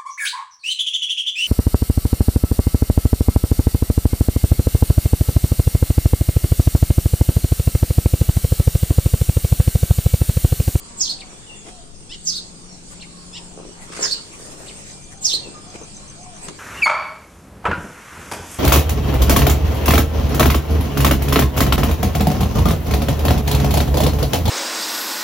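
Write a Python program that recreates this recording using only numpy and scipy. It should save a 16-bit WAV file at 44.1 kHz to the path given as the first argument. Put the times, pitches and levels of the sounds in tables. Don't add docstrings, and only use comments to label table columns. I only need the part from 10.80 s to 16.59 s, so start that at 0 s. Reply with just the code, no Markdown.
import sys
import numpy as np
from scipy import signal
from scipy.fft import rfft, irfft, next_fast_len
from scipy.io import wavfile
from scipy.ndimage import uniform_filter1d, map_coordinates

SR = 44100
rng = np.random.default_rng(int(sys.argv[2]) if len(sys.argv) > 2 else 0)


def pcm_store(signal):
    levels = np.round(np.clip(np.atleast_2d(signal), -1, 1) * 32767)
    wavfile.write(sys.argv[1], SR, levels.astype(np.int16).T)


N = 255281
TIME = np.arange(N) / SR

# accent_s, gain_db, pitch_ratio, rasp_gain_db, hook_gain_db,
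# hoarseness, brightness_db, sag_hz, second_voice_hook_db
NEAR_CALLS = [(.214, -18.4, 1.01, -1.5, -2.6, .15, -.5, 350, -2),
              (1.477, -20, 1.0, -2, -2.8, .14, .5, 0, -1), (3.232, -21, 1.02, 0, 2, .21, 0, 0, 0),
              (4.453, -17.8, .98, 3, 1, .06, 3, 600, -13)]
# after_accent_s, pitch_hz
FIRST_PITCH = [(-.052, 8400), (-.018, 7150), (.004, 6250), (.014, 5100), (.028, 4550), (.07, 4000),
               (.081, 4450), (.098, 4480), (.121, 3500)]
SECOND_PITCH = [(-.022, 4500), (-.003, 5400), (.025, 5950), (.07, 5750), (.083, 4900), (.102, 4900),
                (.116, 4300)]
# start_s, end_s, level_db, fade_db_per_s, rasp
FIRST_PUSHES = [(-.018, -.008, -12, 400, .7), (-.004, .03, 1.6, 150, .16), (.038, .067, -12.5, 0, .8),
                (.079, .102, -1.7, 60, .27)]
SECOND_PUSHES = [(-.012, -.008, -14.5, 0, .85), (-.004, .007, -1.5, 400, .2), (.022, .068, -16, 0, .85),
                 (.085, .101, -7.5, 60, .25)]
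ATTACK_DB_PER_S, RELEASE_DB_PER_S, LEAD_IN_DB_PER_S = 2604, 1150, 613
# frequency_hz, gain_db
MIC_COLOUR = [(1500, -2), (2500, 3.5), (3300, 4), (4500, 0.5), (6500, 2), (7500, 5.5), (9200, -2.5),
              (10200, -28), (11300, -8), (13300, -13), (15000, -24)]
# frequency_hz, left_minus_right_db
MIC_BALANCE = [(3000, 1), (4400, -2), (6000, -7.5), (7300, 0), (8200, -1), (9000, 13), (12000, 0.5)]

# start_s, peak_db, edge_gain_db, pitch_ratio
BUMPS = [(.205, -33, -25, 0.67), (.53, -33, -20, 0.89), (.879, -30.5, -26, 0.88), (2.775, -25, -37, 1.03),
         (2.789, -29, -33, 1.35), (2.8, -26.5, -33, 1.1), (2.813, -33, -33, 0.94), (2.831, -31, -33, 1),
         (2.851, -25.5, -33, 0.84), (2.893, -30.5, -30, 0.84), (3.102, -28.5, -22, 0.87),
         (3.122, -39, 17, 1), (3.132, -40, 18, 1.1), (3.174, -31, 12, 0.91), (3.192, -17.5, -16, 1.09),
         (3.207, -22, -7, 0.96), (3.221, -24, -9, 0.86), (3.25, -25.5, 9, 0.97), (3.598, -30.5, -25, 1),
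         (3.623, -32, -25, 1.04), (3.72, -42, -25, 0.92), (3.804, -31, -18, 1.4), (3.833, -31, -18, 1.54),
         (4.539, -25, -28, 0.98), (4.671, -29, -28, 0.87), (4.685, -28, -28, 0.65), (4.951, -30, -10, 0.87),
         (5.021, -30, -25, 1), (5.685, -29, 11, 0.93), (5.689, -26, -1, 0.7), (5.709, -27.5, -22, 0.83)]
# pitch_hz, width_hz, gain_db
POT_RINGS = [(242, 125, 2), (422, 170, 9), (633, 296, 2.5), (1280, 270, -8)]
# middle_s, length_s, rub_db, rustle_db
STROKES = [(0.88, 0.057, -46, -44), (2.806, 0.12, -45, -76), (3.208, 0.18, -42.5, -32.5),
           (3.249, 0.044, -36.5, -30.5), (3.388, 0.17, -51.5, -42), (3.744, 0.44, -44.5, -54),
           (4.656, 0.29, -43, -74), (4.955, 0.025, -38, -36), (5.021, 0.037, -38.5, -58),
           (5.688, 0.041, -37.5, -37.5)]
# middle_s, length_s, level_db
CRINKLES = [(2.11, 0.063, -43.5), (3.043, 0.12, -42.5), (3.704, 0.5, -40.5), (4.047, 0.27, -45.5),
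            (4.33, 0.043, -44), (5.634, 0.1, -41)]
# frequency_hz, gain_db
RUB_COLOUR = [(60, -2), (180, 7), (400, 13), (650, 6.5), (1200, -5), (3000, -74), (16000, -80)]
RUSTLE_COLOUR = [(200, -33), (700, -5), (1500, -0.5), (2700, -7), (4500, -10), (8800, -7), (10500, -29.5),
                 (15000, -35)]
LEAF_COLOUR = [(2500, -4), (4500, -11.5), (8500, 2), (10300, -12), (13000, -22), (15500, -29)]

# time_s, pitch_hz, level_db, rasp
CHUP_SHAPE = [(0, 840, -15, .12), (.012, 865, -7, .12), (.02, 905, -7, .15), (.03, 980, -.5, .15),
              (.038, 1060, -5, .5), (.046, 1175, -2, .4), (.054, 990, 0, .45), (.066, 770, -13, .6)]
CHIRP_SHAPE = [(0, 2350, 3, 0.24), (.006, 3010, -7, 0.48), (.014, 4187, -4, 0.49), (.02, 3930, 8, 0.69),
               (.023, 3180, -9, 1), (.027, 2800, 6, 0.48), (.039, 2246, -4.5, 0.36),
               (.052, 2120, -0.5, 0.22)]
TICK_SHAPE = [(0, 6760, -8, 0.0099), (.004, 6260, 17, 0.011), (.01, 6100, 5.5, 0), (.016, 6000, 6, 0)]
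# pitch_multiple, gain_db
CHUP_HARMONICS = [(2, -0.5), (3, -2), (4, -1), (5, -8), (6, -0.5), (7, -14), (8, -2), (9, -6)]
# frequency_hz, gain_db
CHUP_THROAT = [(1500, -18), (2350, -9), (2950, 7), (3600, 1), (4300, -4), (5200, 6), (6300, -14.5),
               (7600, -1), (9000, -22)]
# start_s, gain_db
CHUPS = [(1.29, -36.5), (2.526, -36.5)]
CHIRPS = [(0.388, -44.5), (2.198, -44.5), (3.866, -46)]
# time_s, gain_db
TICK_GAINS = [(4.15, -54), (4.7, -62), (5.1, -49.5), (5.55, -54.5)]
# share_of_length, pitch_ratio, level_db, rasp
HOOT_SHAPE = [(0, .84, -9, .4), (.2, .96, -1, .4), (.45, 1, 0, .4), (.7, .96, 0, .4), (1, .82, -7, .4)]
WHISTLE_SHAPE = [(0, 1.03, -9, .8), (.25, 1.01, 1, .8), (.7, .98, 0, .8), (1, .93, -9, .8)]
# start_s, length_s, pitch_hz, gain_db
HOOTS = [(.27, .26, 780, -55), (.85, .19, 742, -49.5), (4.28, .19, 790, -55.5), (4.83, .2, 750, -51.5),
         (5.36, .21, 745, -48)]
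WHISTLES = [(0, 0.19, 1140, -59), (0, 0.35, 950, -56.5), (0.449, .58, 3426, -58),
            (0.662, 0.082, 2880, -48.5), (0.75, 0.063, 7030, -44), (1.837, 0.13, 5650, -51),
            (2.255, 0.17, 1112, -56), (2.427, 0.253, 975, -58), (4.619, 0.051, 2710, -48.5),
            (4.73, 0.075, 1186, -52), (5.18, 0.095, 1110, -55.5)]

# start_s, end_s, pitch_hz, level_db
HUMS = [(0, 1.4, 200.3, -60.5), (1.397, 3.3, 174.9, -48.3), (3.988, 5.9, 2380, -64)]
# pitch_multiple, level_db
MOTOR_HARMONICS = [(2, -55.5), (3, -53), (4, -54.5)]
# time_s, wash_gain_db, hiss_gain_db
BACKGROUND_GAINS = np.vstack([ [(0.0, -49.5, -47.5), (0.88, -52.5, -48.5), (1.13, -56.5, -52),
                    (1.41, -56, -47), (1.95, -55, -49), (2.26, -53.5, -47.5), (3.02, -51.5, -49)],
                    [(3.48, -57.5, -47), (3.92, -49.5, -47), (4.13, -53.5, -45.5), (4.37, -54, -49.5),
                    (4.62, -50, -47), (5.48, -50.5, -48.5), (5.79, -50, -46)], ])
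# frequency_hz, gain_db
RUMBLE_COLOUR = [(8.8, -8), (15, 5.5), (60, -7), (97, -9), (120, -8), (150, -6.5), (234, -9.5),
                 (450, -15.5), (580, -20.5), (990, -120)]
WASH_COLOUR = [(180, -90), (300, -1), (426, -7.5), (573, -3), (734, -2), (813, -1.5), (1670, -9),
               (3500, -10.5), (4550, -56), (7700, -120)]
HISS_COLOUR = [(1800, -15.5), (3200, -6.5), (4500, 0.5), (6000, -1), (7500, 4), (8900, 3.5), (9500, -6),
               (10200, -25.5), (12300, -22.5), (13200, -39), (15500, -48)]
# frequency_hz, likeness
NOISE_LIKENESS = [(60, 0.42), (150, 0.65), (380, 0.66), (950, -0.11), (2380, -0.17), (5980, -0.085),
                  (15000, 0.053)]
# frequency_hz, left_minus_right_db
NOISE_BALANCE = [(60, 4), (110, 5.5), (200, 5), (380, 5.5), (700, 4.5), (1290, 3.5), (2380, 0.5),
                 (4400, -4), (8120, -0.5), (15000, 7)]
# frequency_hz, fade_s
ECHO_FADE = [(300, 1), (4000, 0.31), (7000, 0.3), (12000, 0.07)]


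def near_bird(octave_db=-20, sag_s=.03, left_lead_s=.000231):
    calls = np.zeros((2, N))
    first = voice_shape(FIRST_PITCH, FIRST_PUSHES, LEAD_IN_DB_PER_S)
    second = voice_shape(SECOND_PITCH, SECOND_PUSHES, ATTACK_DB_PER_S)
    onset = FIRST_PITCH[0][0]
    slide_end, hook_start = FIRST_PUSHES[1][1], FIRST_PUSHES[3][0]
    rasp_start, rasp_end = FIRST_PUSHES[2][:2]
    for accent, db, ratio, rasp_db, hook_db, hoarseness, bright_db, sag_hz, beat_db in NEAR_CALLS:
        lower, upper = hoarser(first, hoarseness), hoarser(second, hoarseness)
        lower[:, 1] -= sag_hz * np.exp(-(2 * (lower[:, 0] - rasp_end) / sag_s) ** 2)
        upper[:, 2] += np.interp(upper[:, 0], [rasp_end, hook_start], [0, beat_db])
        call = note(lower, [(1, 0), (2, octave_db + bright_db), (3, -32)], ratio, breath_db=bright_db - 9)
        add(call, SECOND_PITCH[0][0] - onset, note(upper, [(1, 0), (2, octave_db)], ratio))
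        t = onset + np.arange(len(call)) / SR
        effort = np.interp(t, [slide_end, rasp_start, rasp_end, hook_start], [0, rasp_db, rasp_db, hook_db])
        call *= amp(db + effort)
        add(calls, accent + onset, garden_echo(call, early_db=-1, tail_db=-3, early_fade_s=.09))
    delay = lambda hz: np.exp(1j * np.pi * hz * left_lead_s * np.array([[1], [-1]]))
    return filtered(calls, lambda hz: amp(along(MIC_COLOUR, hz)) * pan(along(MIC_BALANCE, hz)) * delay(hz))


def voice_shape(pitch, pushes, first_attack_db_per_s):
    t = np.arange(pitch[0][0], pitch[-1][0], 1 / SR)
    power, rasp = np.zeros((2, len(t)))
    for k, (start, end, db, fade, roughness) in enumerate(pushes):
        attack = ATTACK_DB_PER_S if k else first_attack_db_per_s
        drop_db = attack * np.maximum(start - t, 0) + fade * np.clip(t - start, 0, end - start)
        drop_db += RELEASE_DB_PER_S * np.maximum(t - end, 0)
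        push = amp(db - drop_db) ** 2
        power += push
        rasp += roughness * push
    return np.transpose([t, curves(pitch, t)[0], 10 * np.log10(power), rasp / power])


def hoarser(shape, hoarseness):
    t, hz, db, rasp = shape.T
    return np.transpose([t, hz, db, rasp + hoarseness * (1 - rasp)])


def note(shape, harmonics=((1, 0),), ratio=1, rasp_hz=1100, rasp_depth=.1425, breath_db=-60):
    t = np.arange(shape[0][0], shape[-1][0], 1 / SR)
    hz, db, rasp = curves(shape, t)
    shake = lambda: np.clip(wobble(rasp_hz, len(t)), -1.5, 1.5)
    phase = 2 * np.pi * np.cumsum(ratio * hz * (1 + rasp_depth * rasp * shake())) / SR
    level = amp(db + 5 * rasp * shake()) * signal.windows.tukey(len(t), .1)
    tone = sum(amp(gain_db) * np.sin(k * phase) * (k * ratio * hz < SR / 2) for k, gain_db in harmonics)
    breath = np.diff(rng.standard_normal(len(t) + 1)) * amp(breath_db) * np.sqrt(np.abs(rasp))
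    return np.sqrt(2) * level * (tone + breath)


def gardener(jostles_per_s=60, edge_fade_s=.03):
    rub = sum(amp(db) * swell(s, length) for s, length, db, _ in STROKES)
    rustle = sum(amp(db) * swell(s, length) for s, length, _, db in STROKES)
    jostles = amp(5.5) * rub * rng.uniform(-1, 1, N) * (rng.random(N) < jostles_per_s / SR)
    knocks = signal.fftconvolve(jostles, pot_knock(.85))[:N]
    edges, t = np.zeros(N), np.arange(SR // 20) / SR
    for start, db, edge_db, ratio in BUMPS:
        add(knocks, start, amp(db) * pot_knock(ratio))
        add(edges, start, amp(db + edge_db - 60 * t / edge_fade_s) * rng.standard_normal(len(t)))
    bumps = knocks + coloured(edges, RUSTLE_COLOUR)
    grains = unit(amp(2.5 * wobble(260)))
    cloth = grains * (rub * noise(RUB_COLOUR, patchy_db=-.5) + rustle * noise(RUSTLE_COLOUR, patchy_db=3.5))
    return pan(1.5) * garden_echo(bumps, early_db=-5, tail_db=-15)[:, :N] + cloth


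def pot_knock(ratio, soft_hz=2200):
    hz = np.fft.rfftfreq(2048, 1 / SR) / ratio
    rings = sum((-1) ** k * amp(db) * 1j * hz * width / (pitch ** 2 - hz ** 2 + 1j * hz * width)
                for k, (pitch, width, db) in enumerate(POT_RINGS))
    knock = irfft(rings / (1 + 1j * hz / soft_hz) ** 2)
    return knock / np.abs(knock).max()


def leaves():
    touch = sum(amp(db) * swell(s, length) for s, length, db in CRINKLES)
    clumps = unit(amp(3.1 * wobble(45)))
    return touch * clumps * noise(LEAF_COLOUR, patchy_db=4.5)


def other_birds():
    chups, chirps = np.zeros((2, N))
    for start, db in CHUPS:
        add(chups, start, amp(db) * note(CHUP_SHAPE, CHUP_HARMONICS, rasp_hz=700, rasp_depth=.17))
    for start, db in CHIRPS:
        add(chirps, start, amp(db) * note(hoarser(np.array(CHIRP_SHAPE), .2), [(1, 3.5), (2, -7)]))
    hoots = far_notes(HOOTS, HOOT_SHAPE, waver=.03)
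    whistles = far_notes(WHISTLES + faint_whistles(), WHISTLE_SHAPE, waver=.035)
    birds = garden_echo(coloured(chups, CHUP_THROAT), early_db=-1.5, tail_db=-10, early_fade_s=.08)
    birds += garden_echo(ticking_bird(), early_db=-8, tail_db=-11)
    birds += garden_echo(chirps, early_db=0, tail_db=-8, early_fade_s=.07)
    birds += pan(2) * garden_echo(hoots, early_db=-6, tail_db=-5)
    birds += pan(.5) * garden_echo(whistles, early_db=7, tail_db=11)
    return birds[:, :N]


def ticking_bird(start_s=4.086, period_s=.1322, gap_s=.02, pairs=12):
    ticks = np.zeros(N)
    for s in start_s + period_s * np.arange(pairs):
        db, = curves(TICK_GAINS, s)
        add(ticks, s, amp(db - 5) * note(TICK_SHAPE))
        add(ticks, s + gap_s, amp(db) * note(TICK_SHAPE))
    return ticks


def far_notes(rows, outline, waver):
    song = np.zeros(N)
    for start, length, hz, db in rows:
        shape = np.array(outline) * [length, hz, 1, 1]
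        add(song, start, amp(db) * note(shape, rasp_hz=70, rasp_depth=waver))
    return song


def faint_whistles(count=7, typical_s=.09, pitch_hz=(4800, 5800), gain_db=-57):
    return [(when * N / SR, typical_s * (.5 + length), np.interp(height, [0, 1], pitch_hz), gain_db)
            for when, length, height in rng.random((count, 3))]


def motors(late_start_s=3.73, late_hz=50.2, fade_s=.32):
    late_motor = [(late_start_s, np.inf, k * late_hz, db) for k, db in MOTOR_HARMONICS]
    hum = np.zeros(N)
    for start, end, hz, db in HUMS + late_motor:
        running = np.clip(np.minimum(TIME - start, end - TIME) / fade_s + .5, 0, 1)
        level = running * amp(db + 1.8 * wobble(7))
        hum += level * np.sqrt(2) * np.sin(2 * np.pi * hz * TIME + 1.15 * wobble(12))
    return pan(4) * hum


def background():
    wash_db, hiss_db = curves(BACKGROUND_GAINS, TIME)
    rumble = amp(-43) * noise(RUMBLE_COLOUR, patchy_db=0)
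    wash = amp(wash_db + 3.5) * noise(WASH_COLOUR, patchy_db=2.5)
    hiss = amp(hiss_db + 4) * noise(HISS_COLOUR, patchy_db=3)
    return rumble + wash + hiss


def garden_echo(x, early_db, tail_db, early_fade_s=.11):
    t = np.arange(SR // 3) / SR
    size = (2, len(t))
    hz, frame_s, spectrum = signal.stft(rng.standard_normal(size), SR, nperseg=256)
    fade = amp(-60 * frame_s / along(ECHO_FADE, hz)[:, None])
    tail = signal.istft(spectrum * fade, SR, nperseg=256)[1][:, :len(t)]
    bounces = rng.standard_normal(size) * (rng.random(size) < 1500 / SR)
    early = bounces * amp(-60 * t / early_fade_s)
    echo = (amp(early_db) * unit(early) + amp(tail_db) * unit(tail)) / np.sqrt(len(t))
    echo[:, 0] += 1
    return signal.fftconvolve(x[None], echo / np.linalg.norm(echo, axis=1, keepdims=True), axes=1)


def noise(colour, patchy_db):
    spectrum = signal.stft(rng.standard_normal((2, N)), nperseg=512)[2]
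    patches = uniform_filter1d(rng.standard_normal(spectrum.shape[1:]), size=5, axis=0)
    patches = unit(uniform_filter1d(patches, size=14, axis=1))
    pair = signal.istft(spectrum * amp(patchy_db * patches), nperseg=512)[1][:, :N]
    spread = lambda hz: np.arccos(along(NOISE_LIKENESS, hz)) / 2
    mid, side = filtered(pair, lambda hz: amp(along(colour, hz)) * [np.cos(spread(hz)), np.sin(spread(hz))])
    return unit(filtered(np.array([mid + side, mid - side]), lambda hz: pan(along(NOISE_BALANCE, hz))))


def amp(db):
    return 10 ** (np.asarray(db) / 20)


def unit(x):
    return x / np.sqrt(np.mean(x ** 2) + 1e-20)


def along(points, hz):
    frequencies, values = np.transpose(points)
    return np.interp(np.log(hz + 1), np.log(frequencies + 1), values)


def curves(rows, t):
    times, *columns = np.transpose(rows)
    return [np.interp(t, np.sort(times), column) for column in columns]


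def wobble(rate, size=N):
    return map_coordinates(rng.standard_normal(int(size * rate / SR) + 4), [np.arange(size) * rate / SR])


def swell(middle_s, length_s):
    return np.exp(-(2 * (TIME - middle_s) / length_s) ** 2)


def filtered(x, response):
    size = next_fast_len(N + SR // 2)
    return irfft(rfft(x, size) * response(np.fft.rfftfreq(size, 1 / SR)), size)[..., :N]


def coloured(x, colour):
    return filtered(x, lambda hz: amp(along(colour, hz)))


def pan(db):
    return amp(np.array([[1], [-1]]) * db / 2)


def add(track, start_s, x):
    start = max(round(start_s * SR), 0)
    part = track[..., start:start + x.shape[-1]]
    part += x[..., :part.shape[-1]]


def scene():
    return near_bird() + other_birds() + gardener() + leaves() + background() + motors()


def record(dry, top_hz=15650):
    return filtered(dry, lambda hz: hz < top_hz)


dry = scene()
out = record(dry)
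pcm_store(out)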